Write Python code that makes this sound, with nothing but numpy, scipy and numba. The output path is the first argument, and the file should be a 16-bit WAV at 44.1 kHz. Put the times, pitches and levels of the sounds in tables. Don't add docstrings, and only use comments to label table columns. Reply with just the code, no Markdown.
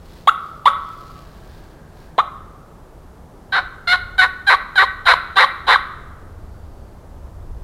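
import sys
import numpy as np
from scipy import signal
from scipy.fft import rfft, irfft
from scipy.io import wavfile
from scipy.ndimage import uniform_filter1d, minimum_filter1d
from numba import njit

SR = 44100
rng = np.random.default_rng(int(sys.argv[2]) if len(sys.argv) > 2 else 0)


def how_loud(loudness_db):
    steps = np.asarray(loudness_db, float) / 20
    return 10 ** steps


def inscribe(sig):
    pcm = np.round(np.clip(np.atleast_2d(sig).T, -1, 1) * 32767)
    wavfile.write(sys.argv[1], SR, pcm.astype(np.int16))


N = 336483


def level(x, db):
    return x * how_loud(db) / np.sqrt(np.mean(x ** 2))


def curve(rows):
    s, *columns = np.transpose(rows)
    return [np.interp(np.arange(N) / SR, s, column) for column in columns]


def colour(x, points):
    hz, db = np.transpose(points)
    f = np.maximum(np.fft.rfftfreq(len(x), 1 / SR), 1)
    gain = how_loud(np.interp(np.log(f), np.log(hz), db, -120, -120))
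    return irfft(rfft(x) * gain, len(x))


def walk(rate):
    k = int(SR / rate)
    held = np.repeat(rng.standard_normal(N // k + 1), k)
    return uniform_filter1d(held, k)[:N]


@njit
def svf(x, hz, width_hz):
    y, band, low = np.empty(len(x)), 0., 0.
    for i in range(len(x)):
        g, k = np.tan(np.pi * hz[i] / SR), width_hz / hz[i]
        v = (band + g * (x[i] - low)) / (1 + g * (g + k))
        band, low, y[i] = 2 * v - band, low + 2 * g * v, k * v
    return y


# (frequency [Hz], relative density [dB per Hz])
AIR_COLOUR = [(71, -28.5), (120, -2), (295, -9), (370, -7.5), (492, -10.5), (568, -10.5), (929, -14),
              (1260, -18), (2430, -33), (13000, -40.5), (16000, -46.5)]
# (frequency [Hz], relative density [dB per Hz])
RUMBLE_COLOUR = [(8.8, -45.5), (15, 0.5), (75, -1.5), (97, -5), (140, -21.5), (180, -45.5), (310, -120)]
# (time [s], level [dB])
RUMBLE_COURSE = [(0, -43), (3.4, -43.5), (4.0, -36.5), (4.4, -42), (5.8, -42), (6.4, -39), (7.63, -37.5)]
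# (frequency [Hz], width [Hz], level [dB], start [s], end [s])
FAR_BANDS = [(70.4, 8, -49.5, 5, 8.7), (156, 5.6, -54.5, -2.5, 4.3), (1600, 126, -60, 1.1, 2.3),
             (4600, 150, -73, 6.35, 6.95)]
AIR_DB = -45.5
SWELL_DB, SWELLS_PER_S = 2.5, 4.3


def distance():
    t = np.arange(N) / SR
    hiss = level(colour(rng.standard_normal(N), AIR_COLOUR), AIR_DB)
    rumble_db = curve(RUMBLE_COURSE)[0] + SWELL_DB * walk(SWELLS_PER_S)
    rumble = level(colour(rng.standard_normal(N), RUMBLE_COLOUR), 0) * how_loud(rumble_db)
    hum = np.zeros(N)
    for hz, width_hz, db, start, end in FAR_BANDS:
        fade = np.clip(np.minimum(t - start, end - t) / 0.083, 0, 1)
        hum += level(svf(rng.standard_normal(N), np.full(N, hz), width_hz), db) * fade
    return hiss + rumble + hum


# (frequency [Hz], relative density [dB per Hz])
LEAF_COLOUR = [(1500, -5), (2500, -7.5), (4400, -5), (6000, -14), (10000, -20), (16000, -18.5)]
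# (centre time [s], peak level [dB], time from the centre to a fall to 1/e [s])
SCUFFS = [(.15, -54, 0.14), (0.492, -59, 0.14), (0.958, -56, 0.21), (1.14, -60.5, 0.096), (1.47, -56, 0.29),
          (2.023, -58, 0.082)]


def leaves():
    t = np.arange(N) / SR
    struck = rng.random(N) < .08
    grains = rng.standard_normal(N) * struck * how_loud(rng.exponential(size=N))
    scuffing = sum(how_loud(db) * np.exp(-((t - s) / length) ** 2) for s, db, length in SCUFFS)
    return level(colour(grains, LEAF_COLOUR), 0) * scuffing


# (time [s], gain [dB])
TREE_RETURN = [(.28, -21), (.67, -13), (2.19, -16), (3.55, -15), (3.9, -14), (4.5, -19), (5.1, -18),
               (5.7, -15.5)]
# (frequency [Hz], t60 [s], level before the near cluster [dB])
TRUNK_DECAY = [(300, 0.24, -12), (600, 0.44, 2.5), (950, 0.74, -8.5), (1300, 1.276, -2.5), (1600, 1.17, -8),
               (2390, 0.84, -6.5), (4000, 0.77, -7), (7000, 0.14, 7), (14000, 0.83, 0)]
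# (delay [s], relative level [dB])
SINGLE_ECHOES = [(.054, -9.5), (0.097, -12.5)]
NEAR_T60_S, NEAR_DB = 0.24, 4.5


def forest(x):
    t = np.arange(int(1.6 * SR)) / SR
    log_hz = np.log(np.maximum(np.fft.rfftfreq(len(t), 1 / SR), 1))
    noise = rfft(rng.standard_normal(len(t)))
    centres = np.log([row[0] for row in TRUNK_DECAY])
    tail = np.zeros(len(t))
    for (_, t60, db), share in zip(TRUNK_DECAY, np.eye(len(TRUNK_DECAY))):
        band = irfft(noise * np.interp(log_hz, centres, share), len(t))
        tail += how_loud(db - 60 * t / t60) * band
    near = 1 + how_loud(NEAR_DB - 60 * t / NEAR_T60_S)
    onset = 1 - np.exp(-t / 0.006)
    tail = tail * near * onset / np.sqrt(0.022 * SR)
    for delay_s, db in SINGLE_ECHOES:
        late = t - delay_s
        tail += how_loud(db) * np.exp(-(late / 0.00032) ** 2) * np.cos(2 * np.pi * 1900 * late) / 10
    return signal.fftconvolve(x * how_loud(curve(TREE_RETURN)[0]), tail)[:N]


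def cavities(x, table, scale):
    total = np.zeros(N)
    for k, (hz, width_hz, db) in enumerate(table):
        pass_width = 1.33 * width_hz
        ringing = svf(svf(x, hz * scale, pass_width), hz * scale, pass_width)
        total += (-1) ** k * how_loud(db) * ringing
    return total


def steady(x):
    return x / np.sqrt(uniform_filter1d(x ** 2, int(0.0072 * SR)) + 1e-12)


@njit
def slap(hz, rasp, pair, chance, spread, scatter, limp):
    out, phase, k, stretch = np.zeros(len(hz) + 1), 0., 0, 1.
    for i in range(len(hz)):
        step = hz[i] * stretch / SR
        phase += step
        if phase >= 1:
            phase, k = phase - 1, k + 1
            size = np.exp(scatter * rasp[i] * chance[k, 1]) * (1 - pair[i] * (k % 2))
            out[i] += size * phase / step
            out[i + 1] += size * (1 - phase / step)
            stretch = np.exp(spread * rasp[i] * chance[k, 0]) / (1 + limp * pair[i] * (1 - 2 * (k % 2)))
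    return out[:-1]


# (first beat time [s], flutter [Hz], depth [0-1], flutter length [s], rasp [0-1],
# strong-weak pairing [0-1], brightness [dB])
CLUCKS = [(.279, 143, .35, 0.0092, 0.2, 0.08, -12), (.660, 140, 0.55, 0.016, .25, 0.15, -14.5),
          (2.187, 243, 0.73, 0.0153, 0.2, .35, -20)]
FLUTTER_FADE_S = .003


def cluck_controls(k, s, mouth_hz):
    beat_s, flutter_hz, depth, lasts_s, rasp, pair, bright_db = CLUCKS[k]
    one = np.ones_like(s)
    fade = np.exp(-np.maximum(s - beat_s - lasts_s, 0) / FLUTTER_FADE_S)
    dip = depth * fade * np.sin(np.pi * flutter_hz * (s - beat_s)) ** 2
    return [mouth_hz, rasp * one, pair * one, 1 - dip], bright_db


# (break time [s], front note [Hz], its glide [Hz per s], broken note [Hz], rasp before wavering [0-1],
# strong-weak pairing [0-1], brightness [dB])
YELPS = [(3.528, 762, 0.5, 767.3, 0.33, .3, -14.5), (3.925, 689, 701, 738, 0.44, .35, -10),
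         (4.212, 775.5, -1400, 751, 0.27, 0.44, -13.5), (4.489, 800.7, -1500, 760, 0.36, 0.63, -13),
         (4.786, 800, -1800, 751.3, .3, 0.9, -13), (5.060, 784, 0, 674.4, .42, .4, -10),
         (5.360, 771.5, -2, 759.5, 0.44, .55, -10.5), (5.672, 764, -3, 765, 0.54, 0.46, -11)]
POPS = [4.544, 4.836, 5.135, 5.441, 5.756]
SHARP_SHARE, SETTLE_S, BREAK_S, FRONT_RASP = .05, .007, .006, 0.12
RASP_WAVER, POP_RASP = .6, 0.12


def yelp_controls(k, s, mouth_hz, waver):
    break_s, front_hz, glide, broken_hz, rasp, pair, bright_db = YELPS[k]
    broken = np.clip((s - break_s) / BREAK_S, 0, 1)
    front = front_hz * (1 + SHARP_SHARE * np.exp(-(s - s[0]) / SETTLE_S)) + glide * (s - s[0])
    reed_hz = front + broken * (broken_hz - front)
    wavering = rasp * np.exp(RASP_WAVER * waver)
    rasp = FRONT_RASP + broken * (wavering - FRONT_RASP)
    free = reed_hz, rasp, broken * pair, np.ones_like(s)
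    locked = mouth_hz, POP_RASP, 0, 1
    popping = sum((s > p) * (p > s[0]) for p in POPS) > 0
    return [np.where(popping, a, b) for a, b in zip(locked, free)], bright_db


# (time [s], level [dB], mouth resonance [Hz])
MOUTH = [
    [(.271, -34, 686), (.274, -12, 799), (.276, 2, 1112), (.288, 2, 1250), (.296, 0.5, 1420),
     (.299, -26, 1420)],
    [(.654, -29, 800), (.659, -2.5, 1030), (.670, -5, 1170), (.675, -1.5, 1020), (.680, -3, 1350),
     (.684, -6, 1330), (.692, -20, 1300)],
    [(2.180, -14.5, 600), (2.184, -13, 640), (2.187, -3, 1027), (2.195, -4.5, 1103), (2.203, -8, 1220),
     (2.209, -13, 1241), (2.214, -30, 1230)],
    [(3.520, -42.5, 1520), (3.526, -18, 1520), (3.550, -15, 1500), (3.590, -14, 1350), (3.608, -30.5, 1218)],
    [(3.871, -44.5, 1600), (3.876, -17, 1600), (3.900, -16, 2000), (3.932, -10, 1526), (3.944, -12, 1429),
     (3.960, -22, 1220)],
    [(4.180, -23.5, 1528), (4.195, -6, 1520), (4.215, -11.5, 1700), (4.236, -7.5, 1754), (4.250, -14, 1450),
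     (4.265, -23, 1410)],
    [(4.467, -31, 1623), (4.475, -14, 1620), (4.490, -7.5, 1550), (4.515, -2.5, 1813), (4.530, -7, 1473),
     (4.542, -9.5, 1195), (4.550, -10.5, 1093), (4.557, -24.5, 1050)],
    [(4.755, -25.5, 1103), (4.762, -19, 1550), (4.775, -16.5, 1600), (4.781, -6.5, 1520), (4.810, -1, 1800),
     (4.834, -11.5, 1147), (4.841, -10.5, 1055), (4.852, -25, 1050)],
    [(5.054, -32, 1050), (5.066, -15, 1300), (5.085, -0.5, 2000), (5.110, -2, 2006), (5.122, -9, 1494),
     (5.133, -19, 1114), (5.140, -4, 1013), (5.150, -54, 1050)],
    [(5.356, -35.5, 991), (5.370, -12, 1110), (5.408, -2, 1950), (5.430, -9.5, 1710), (5.439, -9, 1222),
     (5.448, -8.5, 1036), (5.454, -33.5, 1086)],
    [(5.668, -35, 950), (5.680, -15, 1003), (5.696, -8.5, 1247), (5.730, -8.5, 1900), (5.750, -10.5, 1540),
     (5.756, -14.5, 1253), (5.761, -2, 1055), (5.768, -39, 1112)],
]
RASP_WAVERS_PER_S = 60
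LIPS_CLOSE_S, LIPS_CLOSE_DB = 0.035, -8


def reed_controls(mouth_hz):
    t = np.arange(N) / SR
    out, waver = np.zeros((6, N)), walk(RASP_WAVERS_PER_S)
    for k, call in enumerate(MOUTH):
        on = slice(int(call[0][0] * SR), int(call[-1][0] * SR))
        s = t[on]
        if k < len(CLUCKS):
            rows, bright_db = cluck_controls(k, s, mouth_hz[on])
        else:
            rows, bright_db = yelp_controls(k - len(CLUCKS), s, mouth_hz[on], waver[on])
        closing = np.clip(1 - (s[-1] - s) / LIPS_CLOSE_S, 0, 1)
        out[:4, on] = rows
        out[4, on] = bright_db + LIPS_CLOSE_DB * closing
        out[5, on] = 1
    return out


# (frequency [Hz], nominal width [Hz], level at the mouth resonance [dB])
THROAT = [(502.5, 130, 11), (1032, 272, 6), (1520, 260, -5), (2000, 484, -3)]
# (frequency [Hz], width [Hz])
POCKETS = [(1250, 480), (1750, 610)]
MOUTH_WIDTH_HZ = 484
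FOCUS_DB, RASP_DAMPING_DB = 12.5, 13.5


def mouth_body(drive, mouth_hz, rasp, back_db):
    still = np.ones(N)
    mouth = svf(svf(drive, mouth_hz, MOUTH_WIDTH_HZ), mouth_hz, MOUTH_WIDTH_HZ)
    throat = [(hz, width, db - FOCUS_DB * np.abs(np.log2(hz / mouth_hz))) for hz, width, db in THROAT]
    body = how_loud(-RASP_DAMPING_DB * rasp) * mouth + how_loud(back_db) * cavities(drive, throat, still)
    for hz, width in POCKETS:
        body = body - 2 * svf(body, hz * still, width)
    return steady(signal.sosfilt(signal.butter(4, 390, "high", fs=SR, output="sos"), body))


# (frequency before the posture scale [Hz], nominal width [Hz], relative level [dB])
LIPS = [(3060, 455, 3.5), (4002, 520, 12), (4374, 210, 3), (4940, 140, -8.5), (2780, 500, -6)]
# (frequency [Hz], nominal width [Hz], relative level [dB])
LEAK = [(5300, 1700, -10), (6980, 820, 6), (9520, 2400, 4), (12520, 4000, -3.5)]


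def lip_edge(drive, clicks, air, lip_scale, leak_db):
    lips = steady(cavities(drive + 0.121 * air, LIPS, lip_scale))
    leak = level(cavities(air + .3 * clicks, LEAK, np.ones(N)), 0)
    return lips + how_loud(leak_db) * leak


# (time [s], scale of the lip resonances, back cavities gain [dB], leak gain [dB])
POSTURE = [(.3, 0.89, -9.5, -21.5), (.7, 0.87, -1.5, -24.5), (2.2, 0.94, -18, -25.5), (3.55, 0.98, 0, -31),
           (3.9, 0.98, 2, -26.5), (4.2, 0.97, 1.5, -24), (5.7, 0.95, -4, -26.5)]
TREBLE_FOLLOWS = 0.71


def reed_call():
    db, mouth_hz = curve(np.concatenate(MOUTH))
    hz, rasp, pair, flutter, bright_db, blown = reed_controls(mouth_hz)
    lip_scale, back_db, leak_db = curve(POSTURE)
    rasp, pair = np.clip(rasp, 0, 1), np.clip(pair, 0, 1)
    chance = np.tanh(rng.standard_normal((N // 10, 2)))
    clicks = level(slap(hz, rasp, pair, chance, spread=0.37, scatter=1.0, limp=0.19), 0)
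    air = rng.standard_normal(N)
    drive = clicks + .2 * np.where(blown, rasp, .3) * air
    body = how_loud(db) * flutter * mouth_body(drive, mouth_hz, rasp, back_db)
    treble_db = TREBLE_FOLLOWS * db + uniform_filter1d(bright_db, size=100, mode="nearest")
    edge = how_loud(treble_db) * lip_edge(drive, clicks, air, lip_scale, leak_db)
    gate = uniform_filter1d(blown, size=100)
    return gate * (body + edge)


def scene():
    call = reed_call()
    return (call + forest(call) + leaves() + distance())[None]


def top_cut(x):
    return signal.sosfilt(signal.butter(12, 16110, fs=SR, output="sos"), x)


def record(dry):
    room = minimum_filter1d(1 / np.maximum(np.abs(dry), 1), size=260)
    gain = uniform_filter1d(uniform_filter1d(room, size=130), size=130)
    return top_cut(dry * gain)


dry = scene()
out = record(dry)
inscribe(out)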